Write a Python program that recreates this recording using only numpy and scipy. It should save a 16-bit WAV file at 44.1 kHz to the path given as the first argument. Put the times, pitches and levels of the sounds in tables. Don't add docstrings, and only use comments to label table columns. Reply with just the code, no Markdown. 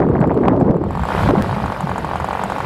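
import sys
import numpy as np
from scipy import signal
from scipy.io import wavfile
from scipy.ndimage import uniform_filter1d

SR = 44100
rng = np.random.default_rng(int(sys.argv[2]) if len(sys.argv) > 2 else 0)


def rack_gain(trim_db):
    fader = np.asarray(trim_db, float)
    return 10 ** (fader / 20)


def to_wav(sig):
    pcm = np.clip(np.atleast_2d(sig), -1, 1) * 32767
    pcm = np.round(pcm).astype(np.int16)
    wavfile.write(sys.argv[1], SR, pcm.T)


N = 116865

# start_s, rumble_db, buffet_db
WIND_STRENGTH = [(0, -26.5, -14.5), (.2, -21.5, -15.5), (.42, -27.5, -14.5), (.57, -18.5, -15.5),
                 (.7, -51, -11.5), (.76, -29.5, -22), (.9, -19, -24.5), (1.0, -23.5, -39),
                 (1.13, -28.5, -29.5), (1.23, -15, -26.5), (1.31, -22.5, -21), (1.41, -25.5, -19.5),
                 (1.5, -20.5, -29), (1.65, -23.5, -30), (1.78, -31, -35), (1.86, -26.5, -32),
                 (2.22, -32.5, -33.5), (2.65, -30.5, -30)]
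# pitch_hz, level_db per Hz
RUMBLE_COLOUR = [(20, -37.5), (42, -6), (70, 1.5), (120, 1), (200, -1), (350, -26), (1000, -46)]
# pitch_hz, level_db per Hz
BUFFET_COLOUR = [(35, -28), (110, 3.5), (185, 12.5), (300, 7.5), (480, 6), (852, -8), (1250, -19.5),
                 (2770, -67.5), (5200, -87)]
# pitch_hz, level_db per Hz
GUST_COLOUR = [(150, -38.5), (250, 1), (563, -6.5), (678, -0.5), (855, -12), (1200, -10.5), (4000, -69),
               (5200, -74.5), (8800, -120)]
# start_s, length_s, level_db
BRIGHT_GUSTS = [
    (0, 0.052, -18),
    (0.143, 0.028, -21.5),
    (0.212, 0.038, -18),
    (0.306, 0.013, -17.5),
    (0.431, 0.0565, -15.5),
    (0.479, 0.064, -18),
    (0.614, 0.0073, -16.5),
    (0.68, 0.018, -20),
    (1.286, 0.034, -18.5),
    (1.342, 0.0575, -20.5),
]
# middle_s, level_db,
# pitch_hz
SHORT_FLAPS = [(.003, -19.5, 1500), (.0297, -18.5, 1700), (.0541, -23.5, 1400), (.0884, -19.5, 1300),
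               (.1182, -24, 1390), (.1534, -16, 1580), (.1683, -25.5, 2000), (.1914, -20.5, 1500),
               (.2159, -14.5, 1400), (.2272, -19, 1500), (.234, -24, 1510), (.2412, -18.5, 1880),
               (.2567, -24, 1390), (.2966, -17.5, 1480), (.3054, -23, 1910), (.4371, -18.5, 1630),
               (.4542, -19, 1840), (.4736, -27, 1530), (.4971, -22, 1580), (.5058, -24, 1500),
               (.5131, -25, 1700), (.523, -27, 1670), (.5381, -33, 1530), (.6681, -43, 2500),
               (.6922, -25.5, 1720), (.6125, -3, 690), (.482, -17, 900), (1.2895, -3, 950), (1.311, -13, 650),
               (1.3545, -5, 845), (1.397, -15, 734)]
# middle_s, level_db, pitch_hz
AIR_PUFFS = [(1.02, -16.5, 70), (.76, -11, 163), (2.22, -22, 75), (.105, -6.5, 172), (.21, -5, 192),
             (.375, -5, 412), (1.15, -16.5, 413), (.76, -10, 414), (.787, -13.5, 380), (.815, -10, 320),
             (1.034, -17.5, 145), (1.275, -12.5, 205), (1.301, -6, 306), (1.339, -3.5, 384),
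             (1.38, -7.5, 190), (1.42, -23, 173), (1.843, -12.5, 162), (1.885, -24, 126), (1.906, -23, 157),
             (2.225, -21.5, 127)]
# middle_s, height (full scale 1), width_s
AIR_SLAPS = [(.0025, 0.37, 0.00044), (0.669, -.2, 0.00095), (0.2157, 0.19, 0.00035),
             (0.2406, -0.14, 0.00045), (0.3755, 0.35, 0.00052), (0.456, 0.2, 0.00043),
             (0.565, -0.24, 0.00062), (0.613, 0.46, 0.00075), (0.7107, -0.18, 0.00026),
             (0.4798, -0.18, 0.00051), (0.4955, 0.096, 0.00045)]
# middle_s, height (full scale 1), width_s
BIGGEST_SLAP = (1.3092, .95, .0004)
# time_s, speed_turns_per_s
CRANK_SPEED = [(0.0, 43.64), (0.45, 42.97), (0.78, 41.48), (0.92, 44.8), (1.0, 47.43), (1.07, 57.95),
               (1.15, 68.76), (1.24, 74.29), (1.33, 64.96), (1.45, 62.12), (1.56, 55.01), (1.68, 48.84),
               (1.8, 45.99), (1.95, 46.09), (2.1, 45.01), (2.3, 46.61), (2.45, 47.37), (2.65, 48.64)]
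# time_s, level_db
OPENNESS = [(0, -74.5), (.4, -73), (.8, -77.5), (.95, -63.5), (1.04, -61.5), (1.1, -56.5), (1.2, -53),
            (1.3, -56), (1.315, -63.5), (1.4, -58), (1.6, -58.5), (2.0, -59), (2.65, -56.5)]
# pitch_hz, level_db per Hz
HISS_COLOUR = [(240, -78.5), (400, -5.5), (645, -2.5), (935, -7.5), (1330, -9), (4440, -28), (6050, -36.5),
               (12600, -41), (16000, -64.5)]
# time_s, change_db
UNEVEN_FIRINGS = [(.863, -5), (.886, -22), (.931, -10.5), (1.016, -16), (1.072, -10), (1.136, -7),
                  (1.165, -27), (1.248, -24), (1.32, -18), (1.335, -16), (1.366, -26), (1.413, -33),
                  (1.478, -26), (1.547, -8), (1.565, -5), (1.621, -30), (1.681, -5), (1.743, -12),
                  (1.786, -14), (1.829, -5), (1.851, -40), (2.003, -32), (2.179, -27), (2.266, -28),
                  (2.458, -6.5), (2.479, -26), (2.542, -34), (2.625, -32), (.792, -17), (.817, -3),
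                  (.995, 0), (1.15, 0.5), (1.221, -5), (1.235, 0.5), (1.276, -8), (1.29, 0.5), (1.354, -28),
                  (1.397, -6), (1.43, -15), (1.462, -14), (1.512, -4), (1.583, -5), (1.701, -1),
                  (1.762, -6), (1.916, -1), (1.937, -14), (2.024, -9), (2.048, 0.5), (2.069, -16),
                  (2.091, -1.5), (2.114, 0), (2.223, -4), (2.645, -7.5)]
# pitch_hz, level_db, fade_s (to fall 60 dB)
MUFFLER_RING = [(193.6, -3, 0.22), (710, -2, 0.031), (1080, 9, 0.027)]
# pitch_hz, level_db, fade_s (to fall 60 dB)
TAILPIPE_RING = [(1405, 5.5, 0.019), (1654, -6, 0.026), (2440, -13, 0.031), (3126, -15, 0.025),
                 (3900, -23.5, 0.053)]
# start_s, ping_db
HARD_BEHIND = [(0.0433, -55), (0.0676, -52), (0.0917, -43), (0.1136, -71), (0.1603, -48), (0.205, -33),
               (0.2743, -37.5), (0.3212, -70), (0.3446, -37), (0.415, -46), (0.437, -45), (0.4853, -38),
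               (0.528, -54), (0.6018, -36), (0.6244, -60), (0.6484, -52), (0.7447, -51), (0.7677, -40),
               (0.8395, -36), (0.9083, -32), (0.9308, -41), (0.9527, -34), (0.9747, -36), (0.9951, -32),
               (1.035, -28), (1.053, -28), (1.087, -30), (1.1044, -37)]
# start_s, ping_db
HARD_FRONT = [(1.1914, -60), (1.2334, -30), (1.2877, -32.5), (1.4446, -49), (1.494, -57), (1.601, -50),
              (1.6594, -29), (1.7214, -33), (1.807, -26.5), (1.8721, -40), (1.8957, -32), (1.9808, -25.5),
              (2.048, -33), (2.1363, -41), (2.1583, -32), (2.1999, -31), (2.2228, -62), (2.2443, -26.5),
              (2.288, -34), (2.3306, -30.5), (2.371, -66), (2.4373, -21.5), (2.5, -31), (2.5207, -31),
              (2.5616, -63), (2.583, -31), (2.6016, -34)]
# pitch_hz, level_db, fade_s (to fall 60 dB)
FIN_RING_BEHIND = [(7650, -4.5, 0.018), (10700, -18, 0.01), (11500, -14.5, 0.011), (4350, -6, 0.0072)]
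# pitch_hz, level_db, fade_s (to fall 60 dB)
FIN_RING_FRONT = [(6730, -0.5, 0.041), (7570, 5, 0.016), (8300, -2, 0.02), (8240, -6, 0.0096),
                  (10800, -3, 0.025), (10100, 0, 0.013), (13600, -21, 0.0039)]


def evened(x):
    return x / np.sqrt(np.mean(x ** 2) + 1e-20)


def curve(table, axis=1):
    points = np.array(table)
    return np.interp(np.arange(N) / SR, points[:, 0], points[:, axis])


def openness_db():
    return curve(OPENNESS) + 56


def noise(colour, patchy_db, size):
    hz = np.fft.rfftfreq(size, 1 / SR)
    real, imaginary, patch = rng.standard_normal((N * 4 // size + 5, len(hz), 3)).T
    patch = uniform_filter1d(patch, size=5, axis=0)
    patch = evened(uniform_filter1d(patch, size=4, axis=1))
    colour_hz, colour_db = np.transpose(colour)
    level_db = np.interp(np.log(hz + 1), np.log(colour_hz), colour_db, right=-120)
    spectrum = (real + 1j * imaginary) * rack_gain(level_db[:, None] + patchy_db * patch)
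    return evened(signal.istft(spectrum, nperseg=size, noverlap=size * 3 // 4)[1][:N])


def ring(modes, soft_s):
    t = np.arange(3000) / SR
    tones = sum(rack_gain(db - 60 * t / fade_s) * np.sin(2 * np.pi * hz * t) for hz, db, fade_s in modes)
    x = tones * (1 - np.exp(-t / soft_s)) ** 2
    return x / abs(x).max()


def train(times, sizes):
    out = np.zeros(N)
    out[np.clip((np.asarray(times) * SR).astype(int), 0, N - 1)] = sizes
    return out


def flaps(table, turns):
    out = np.zeros(N + 4000)
    for middle_s, db, hz in table:
        swing = np.arange(-2000, 2000) / SR * hz
        flap = np.cos(2 * np.pi * swing) * np.exp(-(swing / turns) ** 2)
        out[int(middle_s * SR):][:4000] += rack_gain(db) * flap
    return out[2000:N + 2000]


def bright_gusts(t):
    strength = 0
    for start_s, length_s, db in BRIGHT_GUSTS:
        nearest_edge_s = np.minimum(t - start_s, start_s + length_s - t)
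        strength = strength + rack_gain(db) * np.clip(nearest_edge_s / 0.0021 + 1, 0, 1)
    roughness = uniform_filter1d(rng.standard_normal(N), size=90)
    grain = rack_gain(5 * evened(uniform_filter1d(roughness, size=60)))
    return strength * evened(grain * noise(GUST_COLOUR, 3.6, size=128))


def slaps_and_snap(t):
    out = np.zeros(N)
    for middle_s, height, width_s in AIR_SLAPS + [BIGGEST_SLAP]:
        away = abs(t - middle_s) / width_s
        out += height * np.exp(-away) * (1 - away / 2)
    snap_s, rise_s = 1.4233, .003
    return out + .36 * (t < snap_s) * np.exp(-abs(t - snap_s) / rise_s)


def wind():
    t = np.arange(N) / SR
    air = rack_gain(curve(WIND_STRENGTH)) * noise(RUMBLE_COLOUR, 1.5, size=2048)
    air = air + rack_gain(curve(WIND_STRENGTH, axis=2)) * noise(BUFFET_COLOUR, 3, size=512)
    air = air + bright_gusts(t)
    air = air + flaps(SHORT_FLAPS, .95) + flaps(AIR_PUFFS, 1.3)
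    overload = .66
    air = air / (1 + abs(air / overload) ** 6) ** (1 / 6)
    return air * np.minimum(t / 0.00086, 1) + slaps_and_snap(t)


def hiss(turns):
    throb = 0.11
    beat = 1 - throb + throb * 3 * np.exp(-(turns % 1) / 0.88)
    air = noise(HISS_COLOUR, 2.67, size=256)
    shade_db = openness_db()
    body = signal.sosfiltfilt(signal.butter(2, 2500, fs=SR, output="sos"), air)
    db = -28 + 3.5 * np.log2(curve(CRANK_SPEED) / 46)
    return rack_gain(db) * beat * (rack_gain(0.67 * shade_db) * body + rack_gain(shade_db) * (air - body))


def firings(turns):
    at = np.flatnonzero(np.diff(np.floor(turns))) / SR
    db = -16.5 + .6 * rng.standard_normal(200)[:len(at)]
    for time_s, change_db in UNEVEN_FIRINGS:
        db[np.argmin(abs(at - time_s))] += change_db
    for time_s, ping_db in HARD_FRONT:
        db[np.argmin(abs(at - time_s))] += .08 * (ping_db + 40)
    duck_db = .8 * np.maximum(curve(WIND_STRENGTH, axis=2) + 19, 0)
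    lead_s = .0012
    return train(at - lead_s, rack_gain(db) * 3) * rack_gain(.33 * openness_db() - duck_db)


def exhaust(turns):
    t, blow_s = np.arange(2000) / SR, .0007
    fire = firings(turns)
    rattle_s, rattle_wait_s = 0.0076, 0.003
    fade = np.exp(-t / rattle_s) * (t > rattle_wait_s)
    rattle = signal.oaconvolve(fire, fade)[:N] * rng.standard_normal(N)
    drive = fire + rack_gain(-33) * rattle
    pipe = signal.oaconvolve(drive, ring(TAILPIPE_RING, blow_s))[:N]
    pipe = rack_gain(-13.5 + (1 - .33) * openness_db()) * pipe
    blast_hz, rise_s, open_s = 890, .0003, .0025
    blast = np.sin(2 * np.pi * blast_hz * t) * (1 - np.exp(-t / rise_s)) ** 2
    blast = blast * np.exp(-(t / open_s) ** 2)
    muffler = rack_gain(-14.5) * ring(MUFFLER_RING, blow_s)[:2000]
    return -signal.oaconvolve(drive, blast + muffler)[:N] - pipe


def flecks(turns):
    out = np.zeros(N + 3000)
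    low_hz, high_hz, fade_s = 4350, 5100, 0.014
    starts = np.flatnonzero(np.diff(np.floor(turns - 0.74)))
    for at, (pitch_luck, size_luck) in zip(starts, rng.standard_normal((200, 2))):
        hz = low_hz + (high_hz - low_hz) * (.5 + .5 * np.tanh(pitch_luck))
        out[at:at + 3000] += rack_gain(-50 + 2.5 * size_luck) * ring([(hz, 0, fade_s)], 0.0037)
    return out[:N] * rack_gain(0.57 * openness_db())


def pings(knocks, fins, crack_db, detune):
    out, t = np.zeros(N + 3000), np.arange(3000) / SR
    band = signal.butter(3, (6000, 14700), "bandpass", fs=SR, output="sos")
    crack_s = 0.0081
    for start_s, ping_db in knocks:
        luck = rng.standard_normal((len(fins), 2))
        modes = []
        for (hz, db, fade_s), (pitch_luck, level_luck) in zip(fins, luck):
            modes.append((hz * (1 + detune * pitch_luck), db + 0.5 * level_luck, fade_s))
        tone = ring(modes, 0.000065)
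        crack = signal.sosfilt(band, np.exp(-t / crack_s) * rng.standard_normal(3000))
        out[int(start_s * SR):][:3000] += rack_gain(ping_db) * (tone + rack_gain(crack_db) * crack)
    return out[:N]


def scene():
    turns = np.cumsum(curve(CRANK_SPEED)) / SR + .06
    air = wind()
    engine = hiss(turns) + exhaust(turns) + flecks(turns)
    engine = engine + rack_gain(-3) * pings(HARD_BEHIND, FIN_RING_BEHIND, crack_db=-18, detune=0.0069)
    engine = engine + rack_gain(-4) * pings(HARD_FRONT, FIN_RING_FRONT, crack_db=-15, detune=0.01)
    engine = signal.oaconvolve(engine, signal.firwin(255, 15800, fs=SR), "same")
    air = signal.oaconvolve(air, signal.firwin(255, 15700, fs=SR), "same")
    return (engine + air)[None]


def band_limit(x):
    return signal.sosfilt(signal.butter(12, 15900, fs=SR, output="sos"), x)


def record(dry):
    whine = rack_gain(-80) * np.sin(2 * np.pi * 15673 * np.arange(N) / SR)
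    low_cut = signal.butter(2, 42, "highpass", fs=SR, output="sos")
    mix = signal.sosfilt(low_cut, dry) + whine
    return band_limit(mix)


dry = scene()
out = record(dry)
to_wav(out)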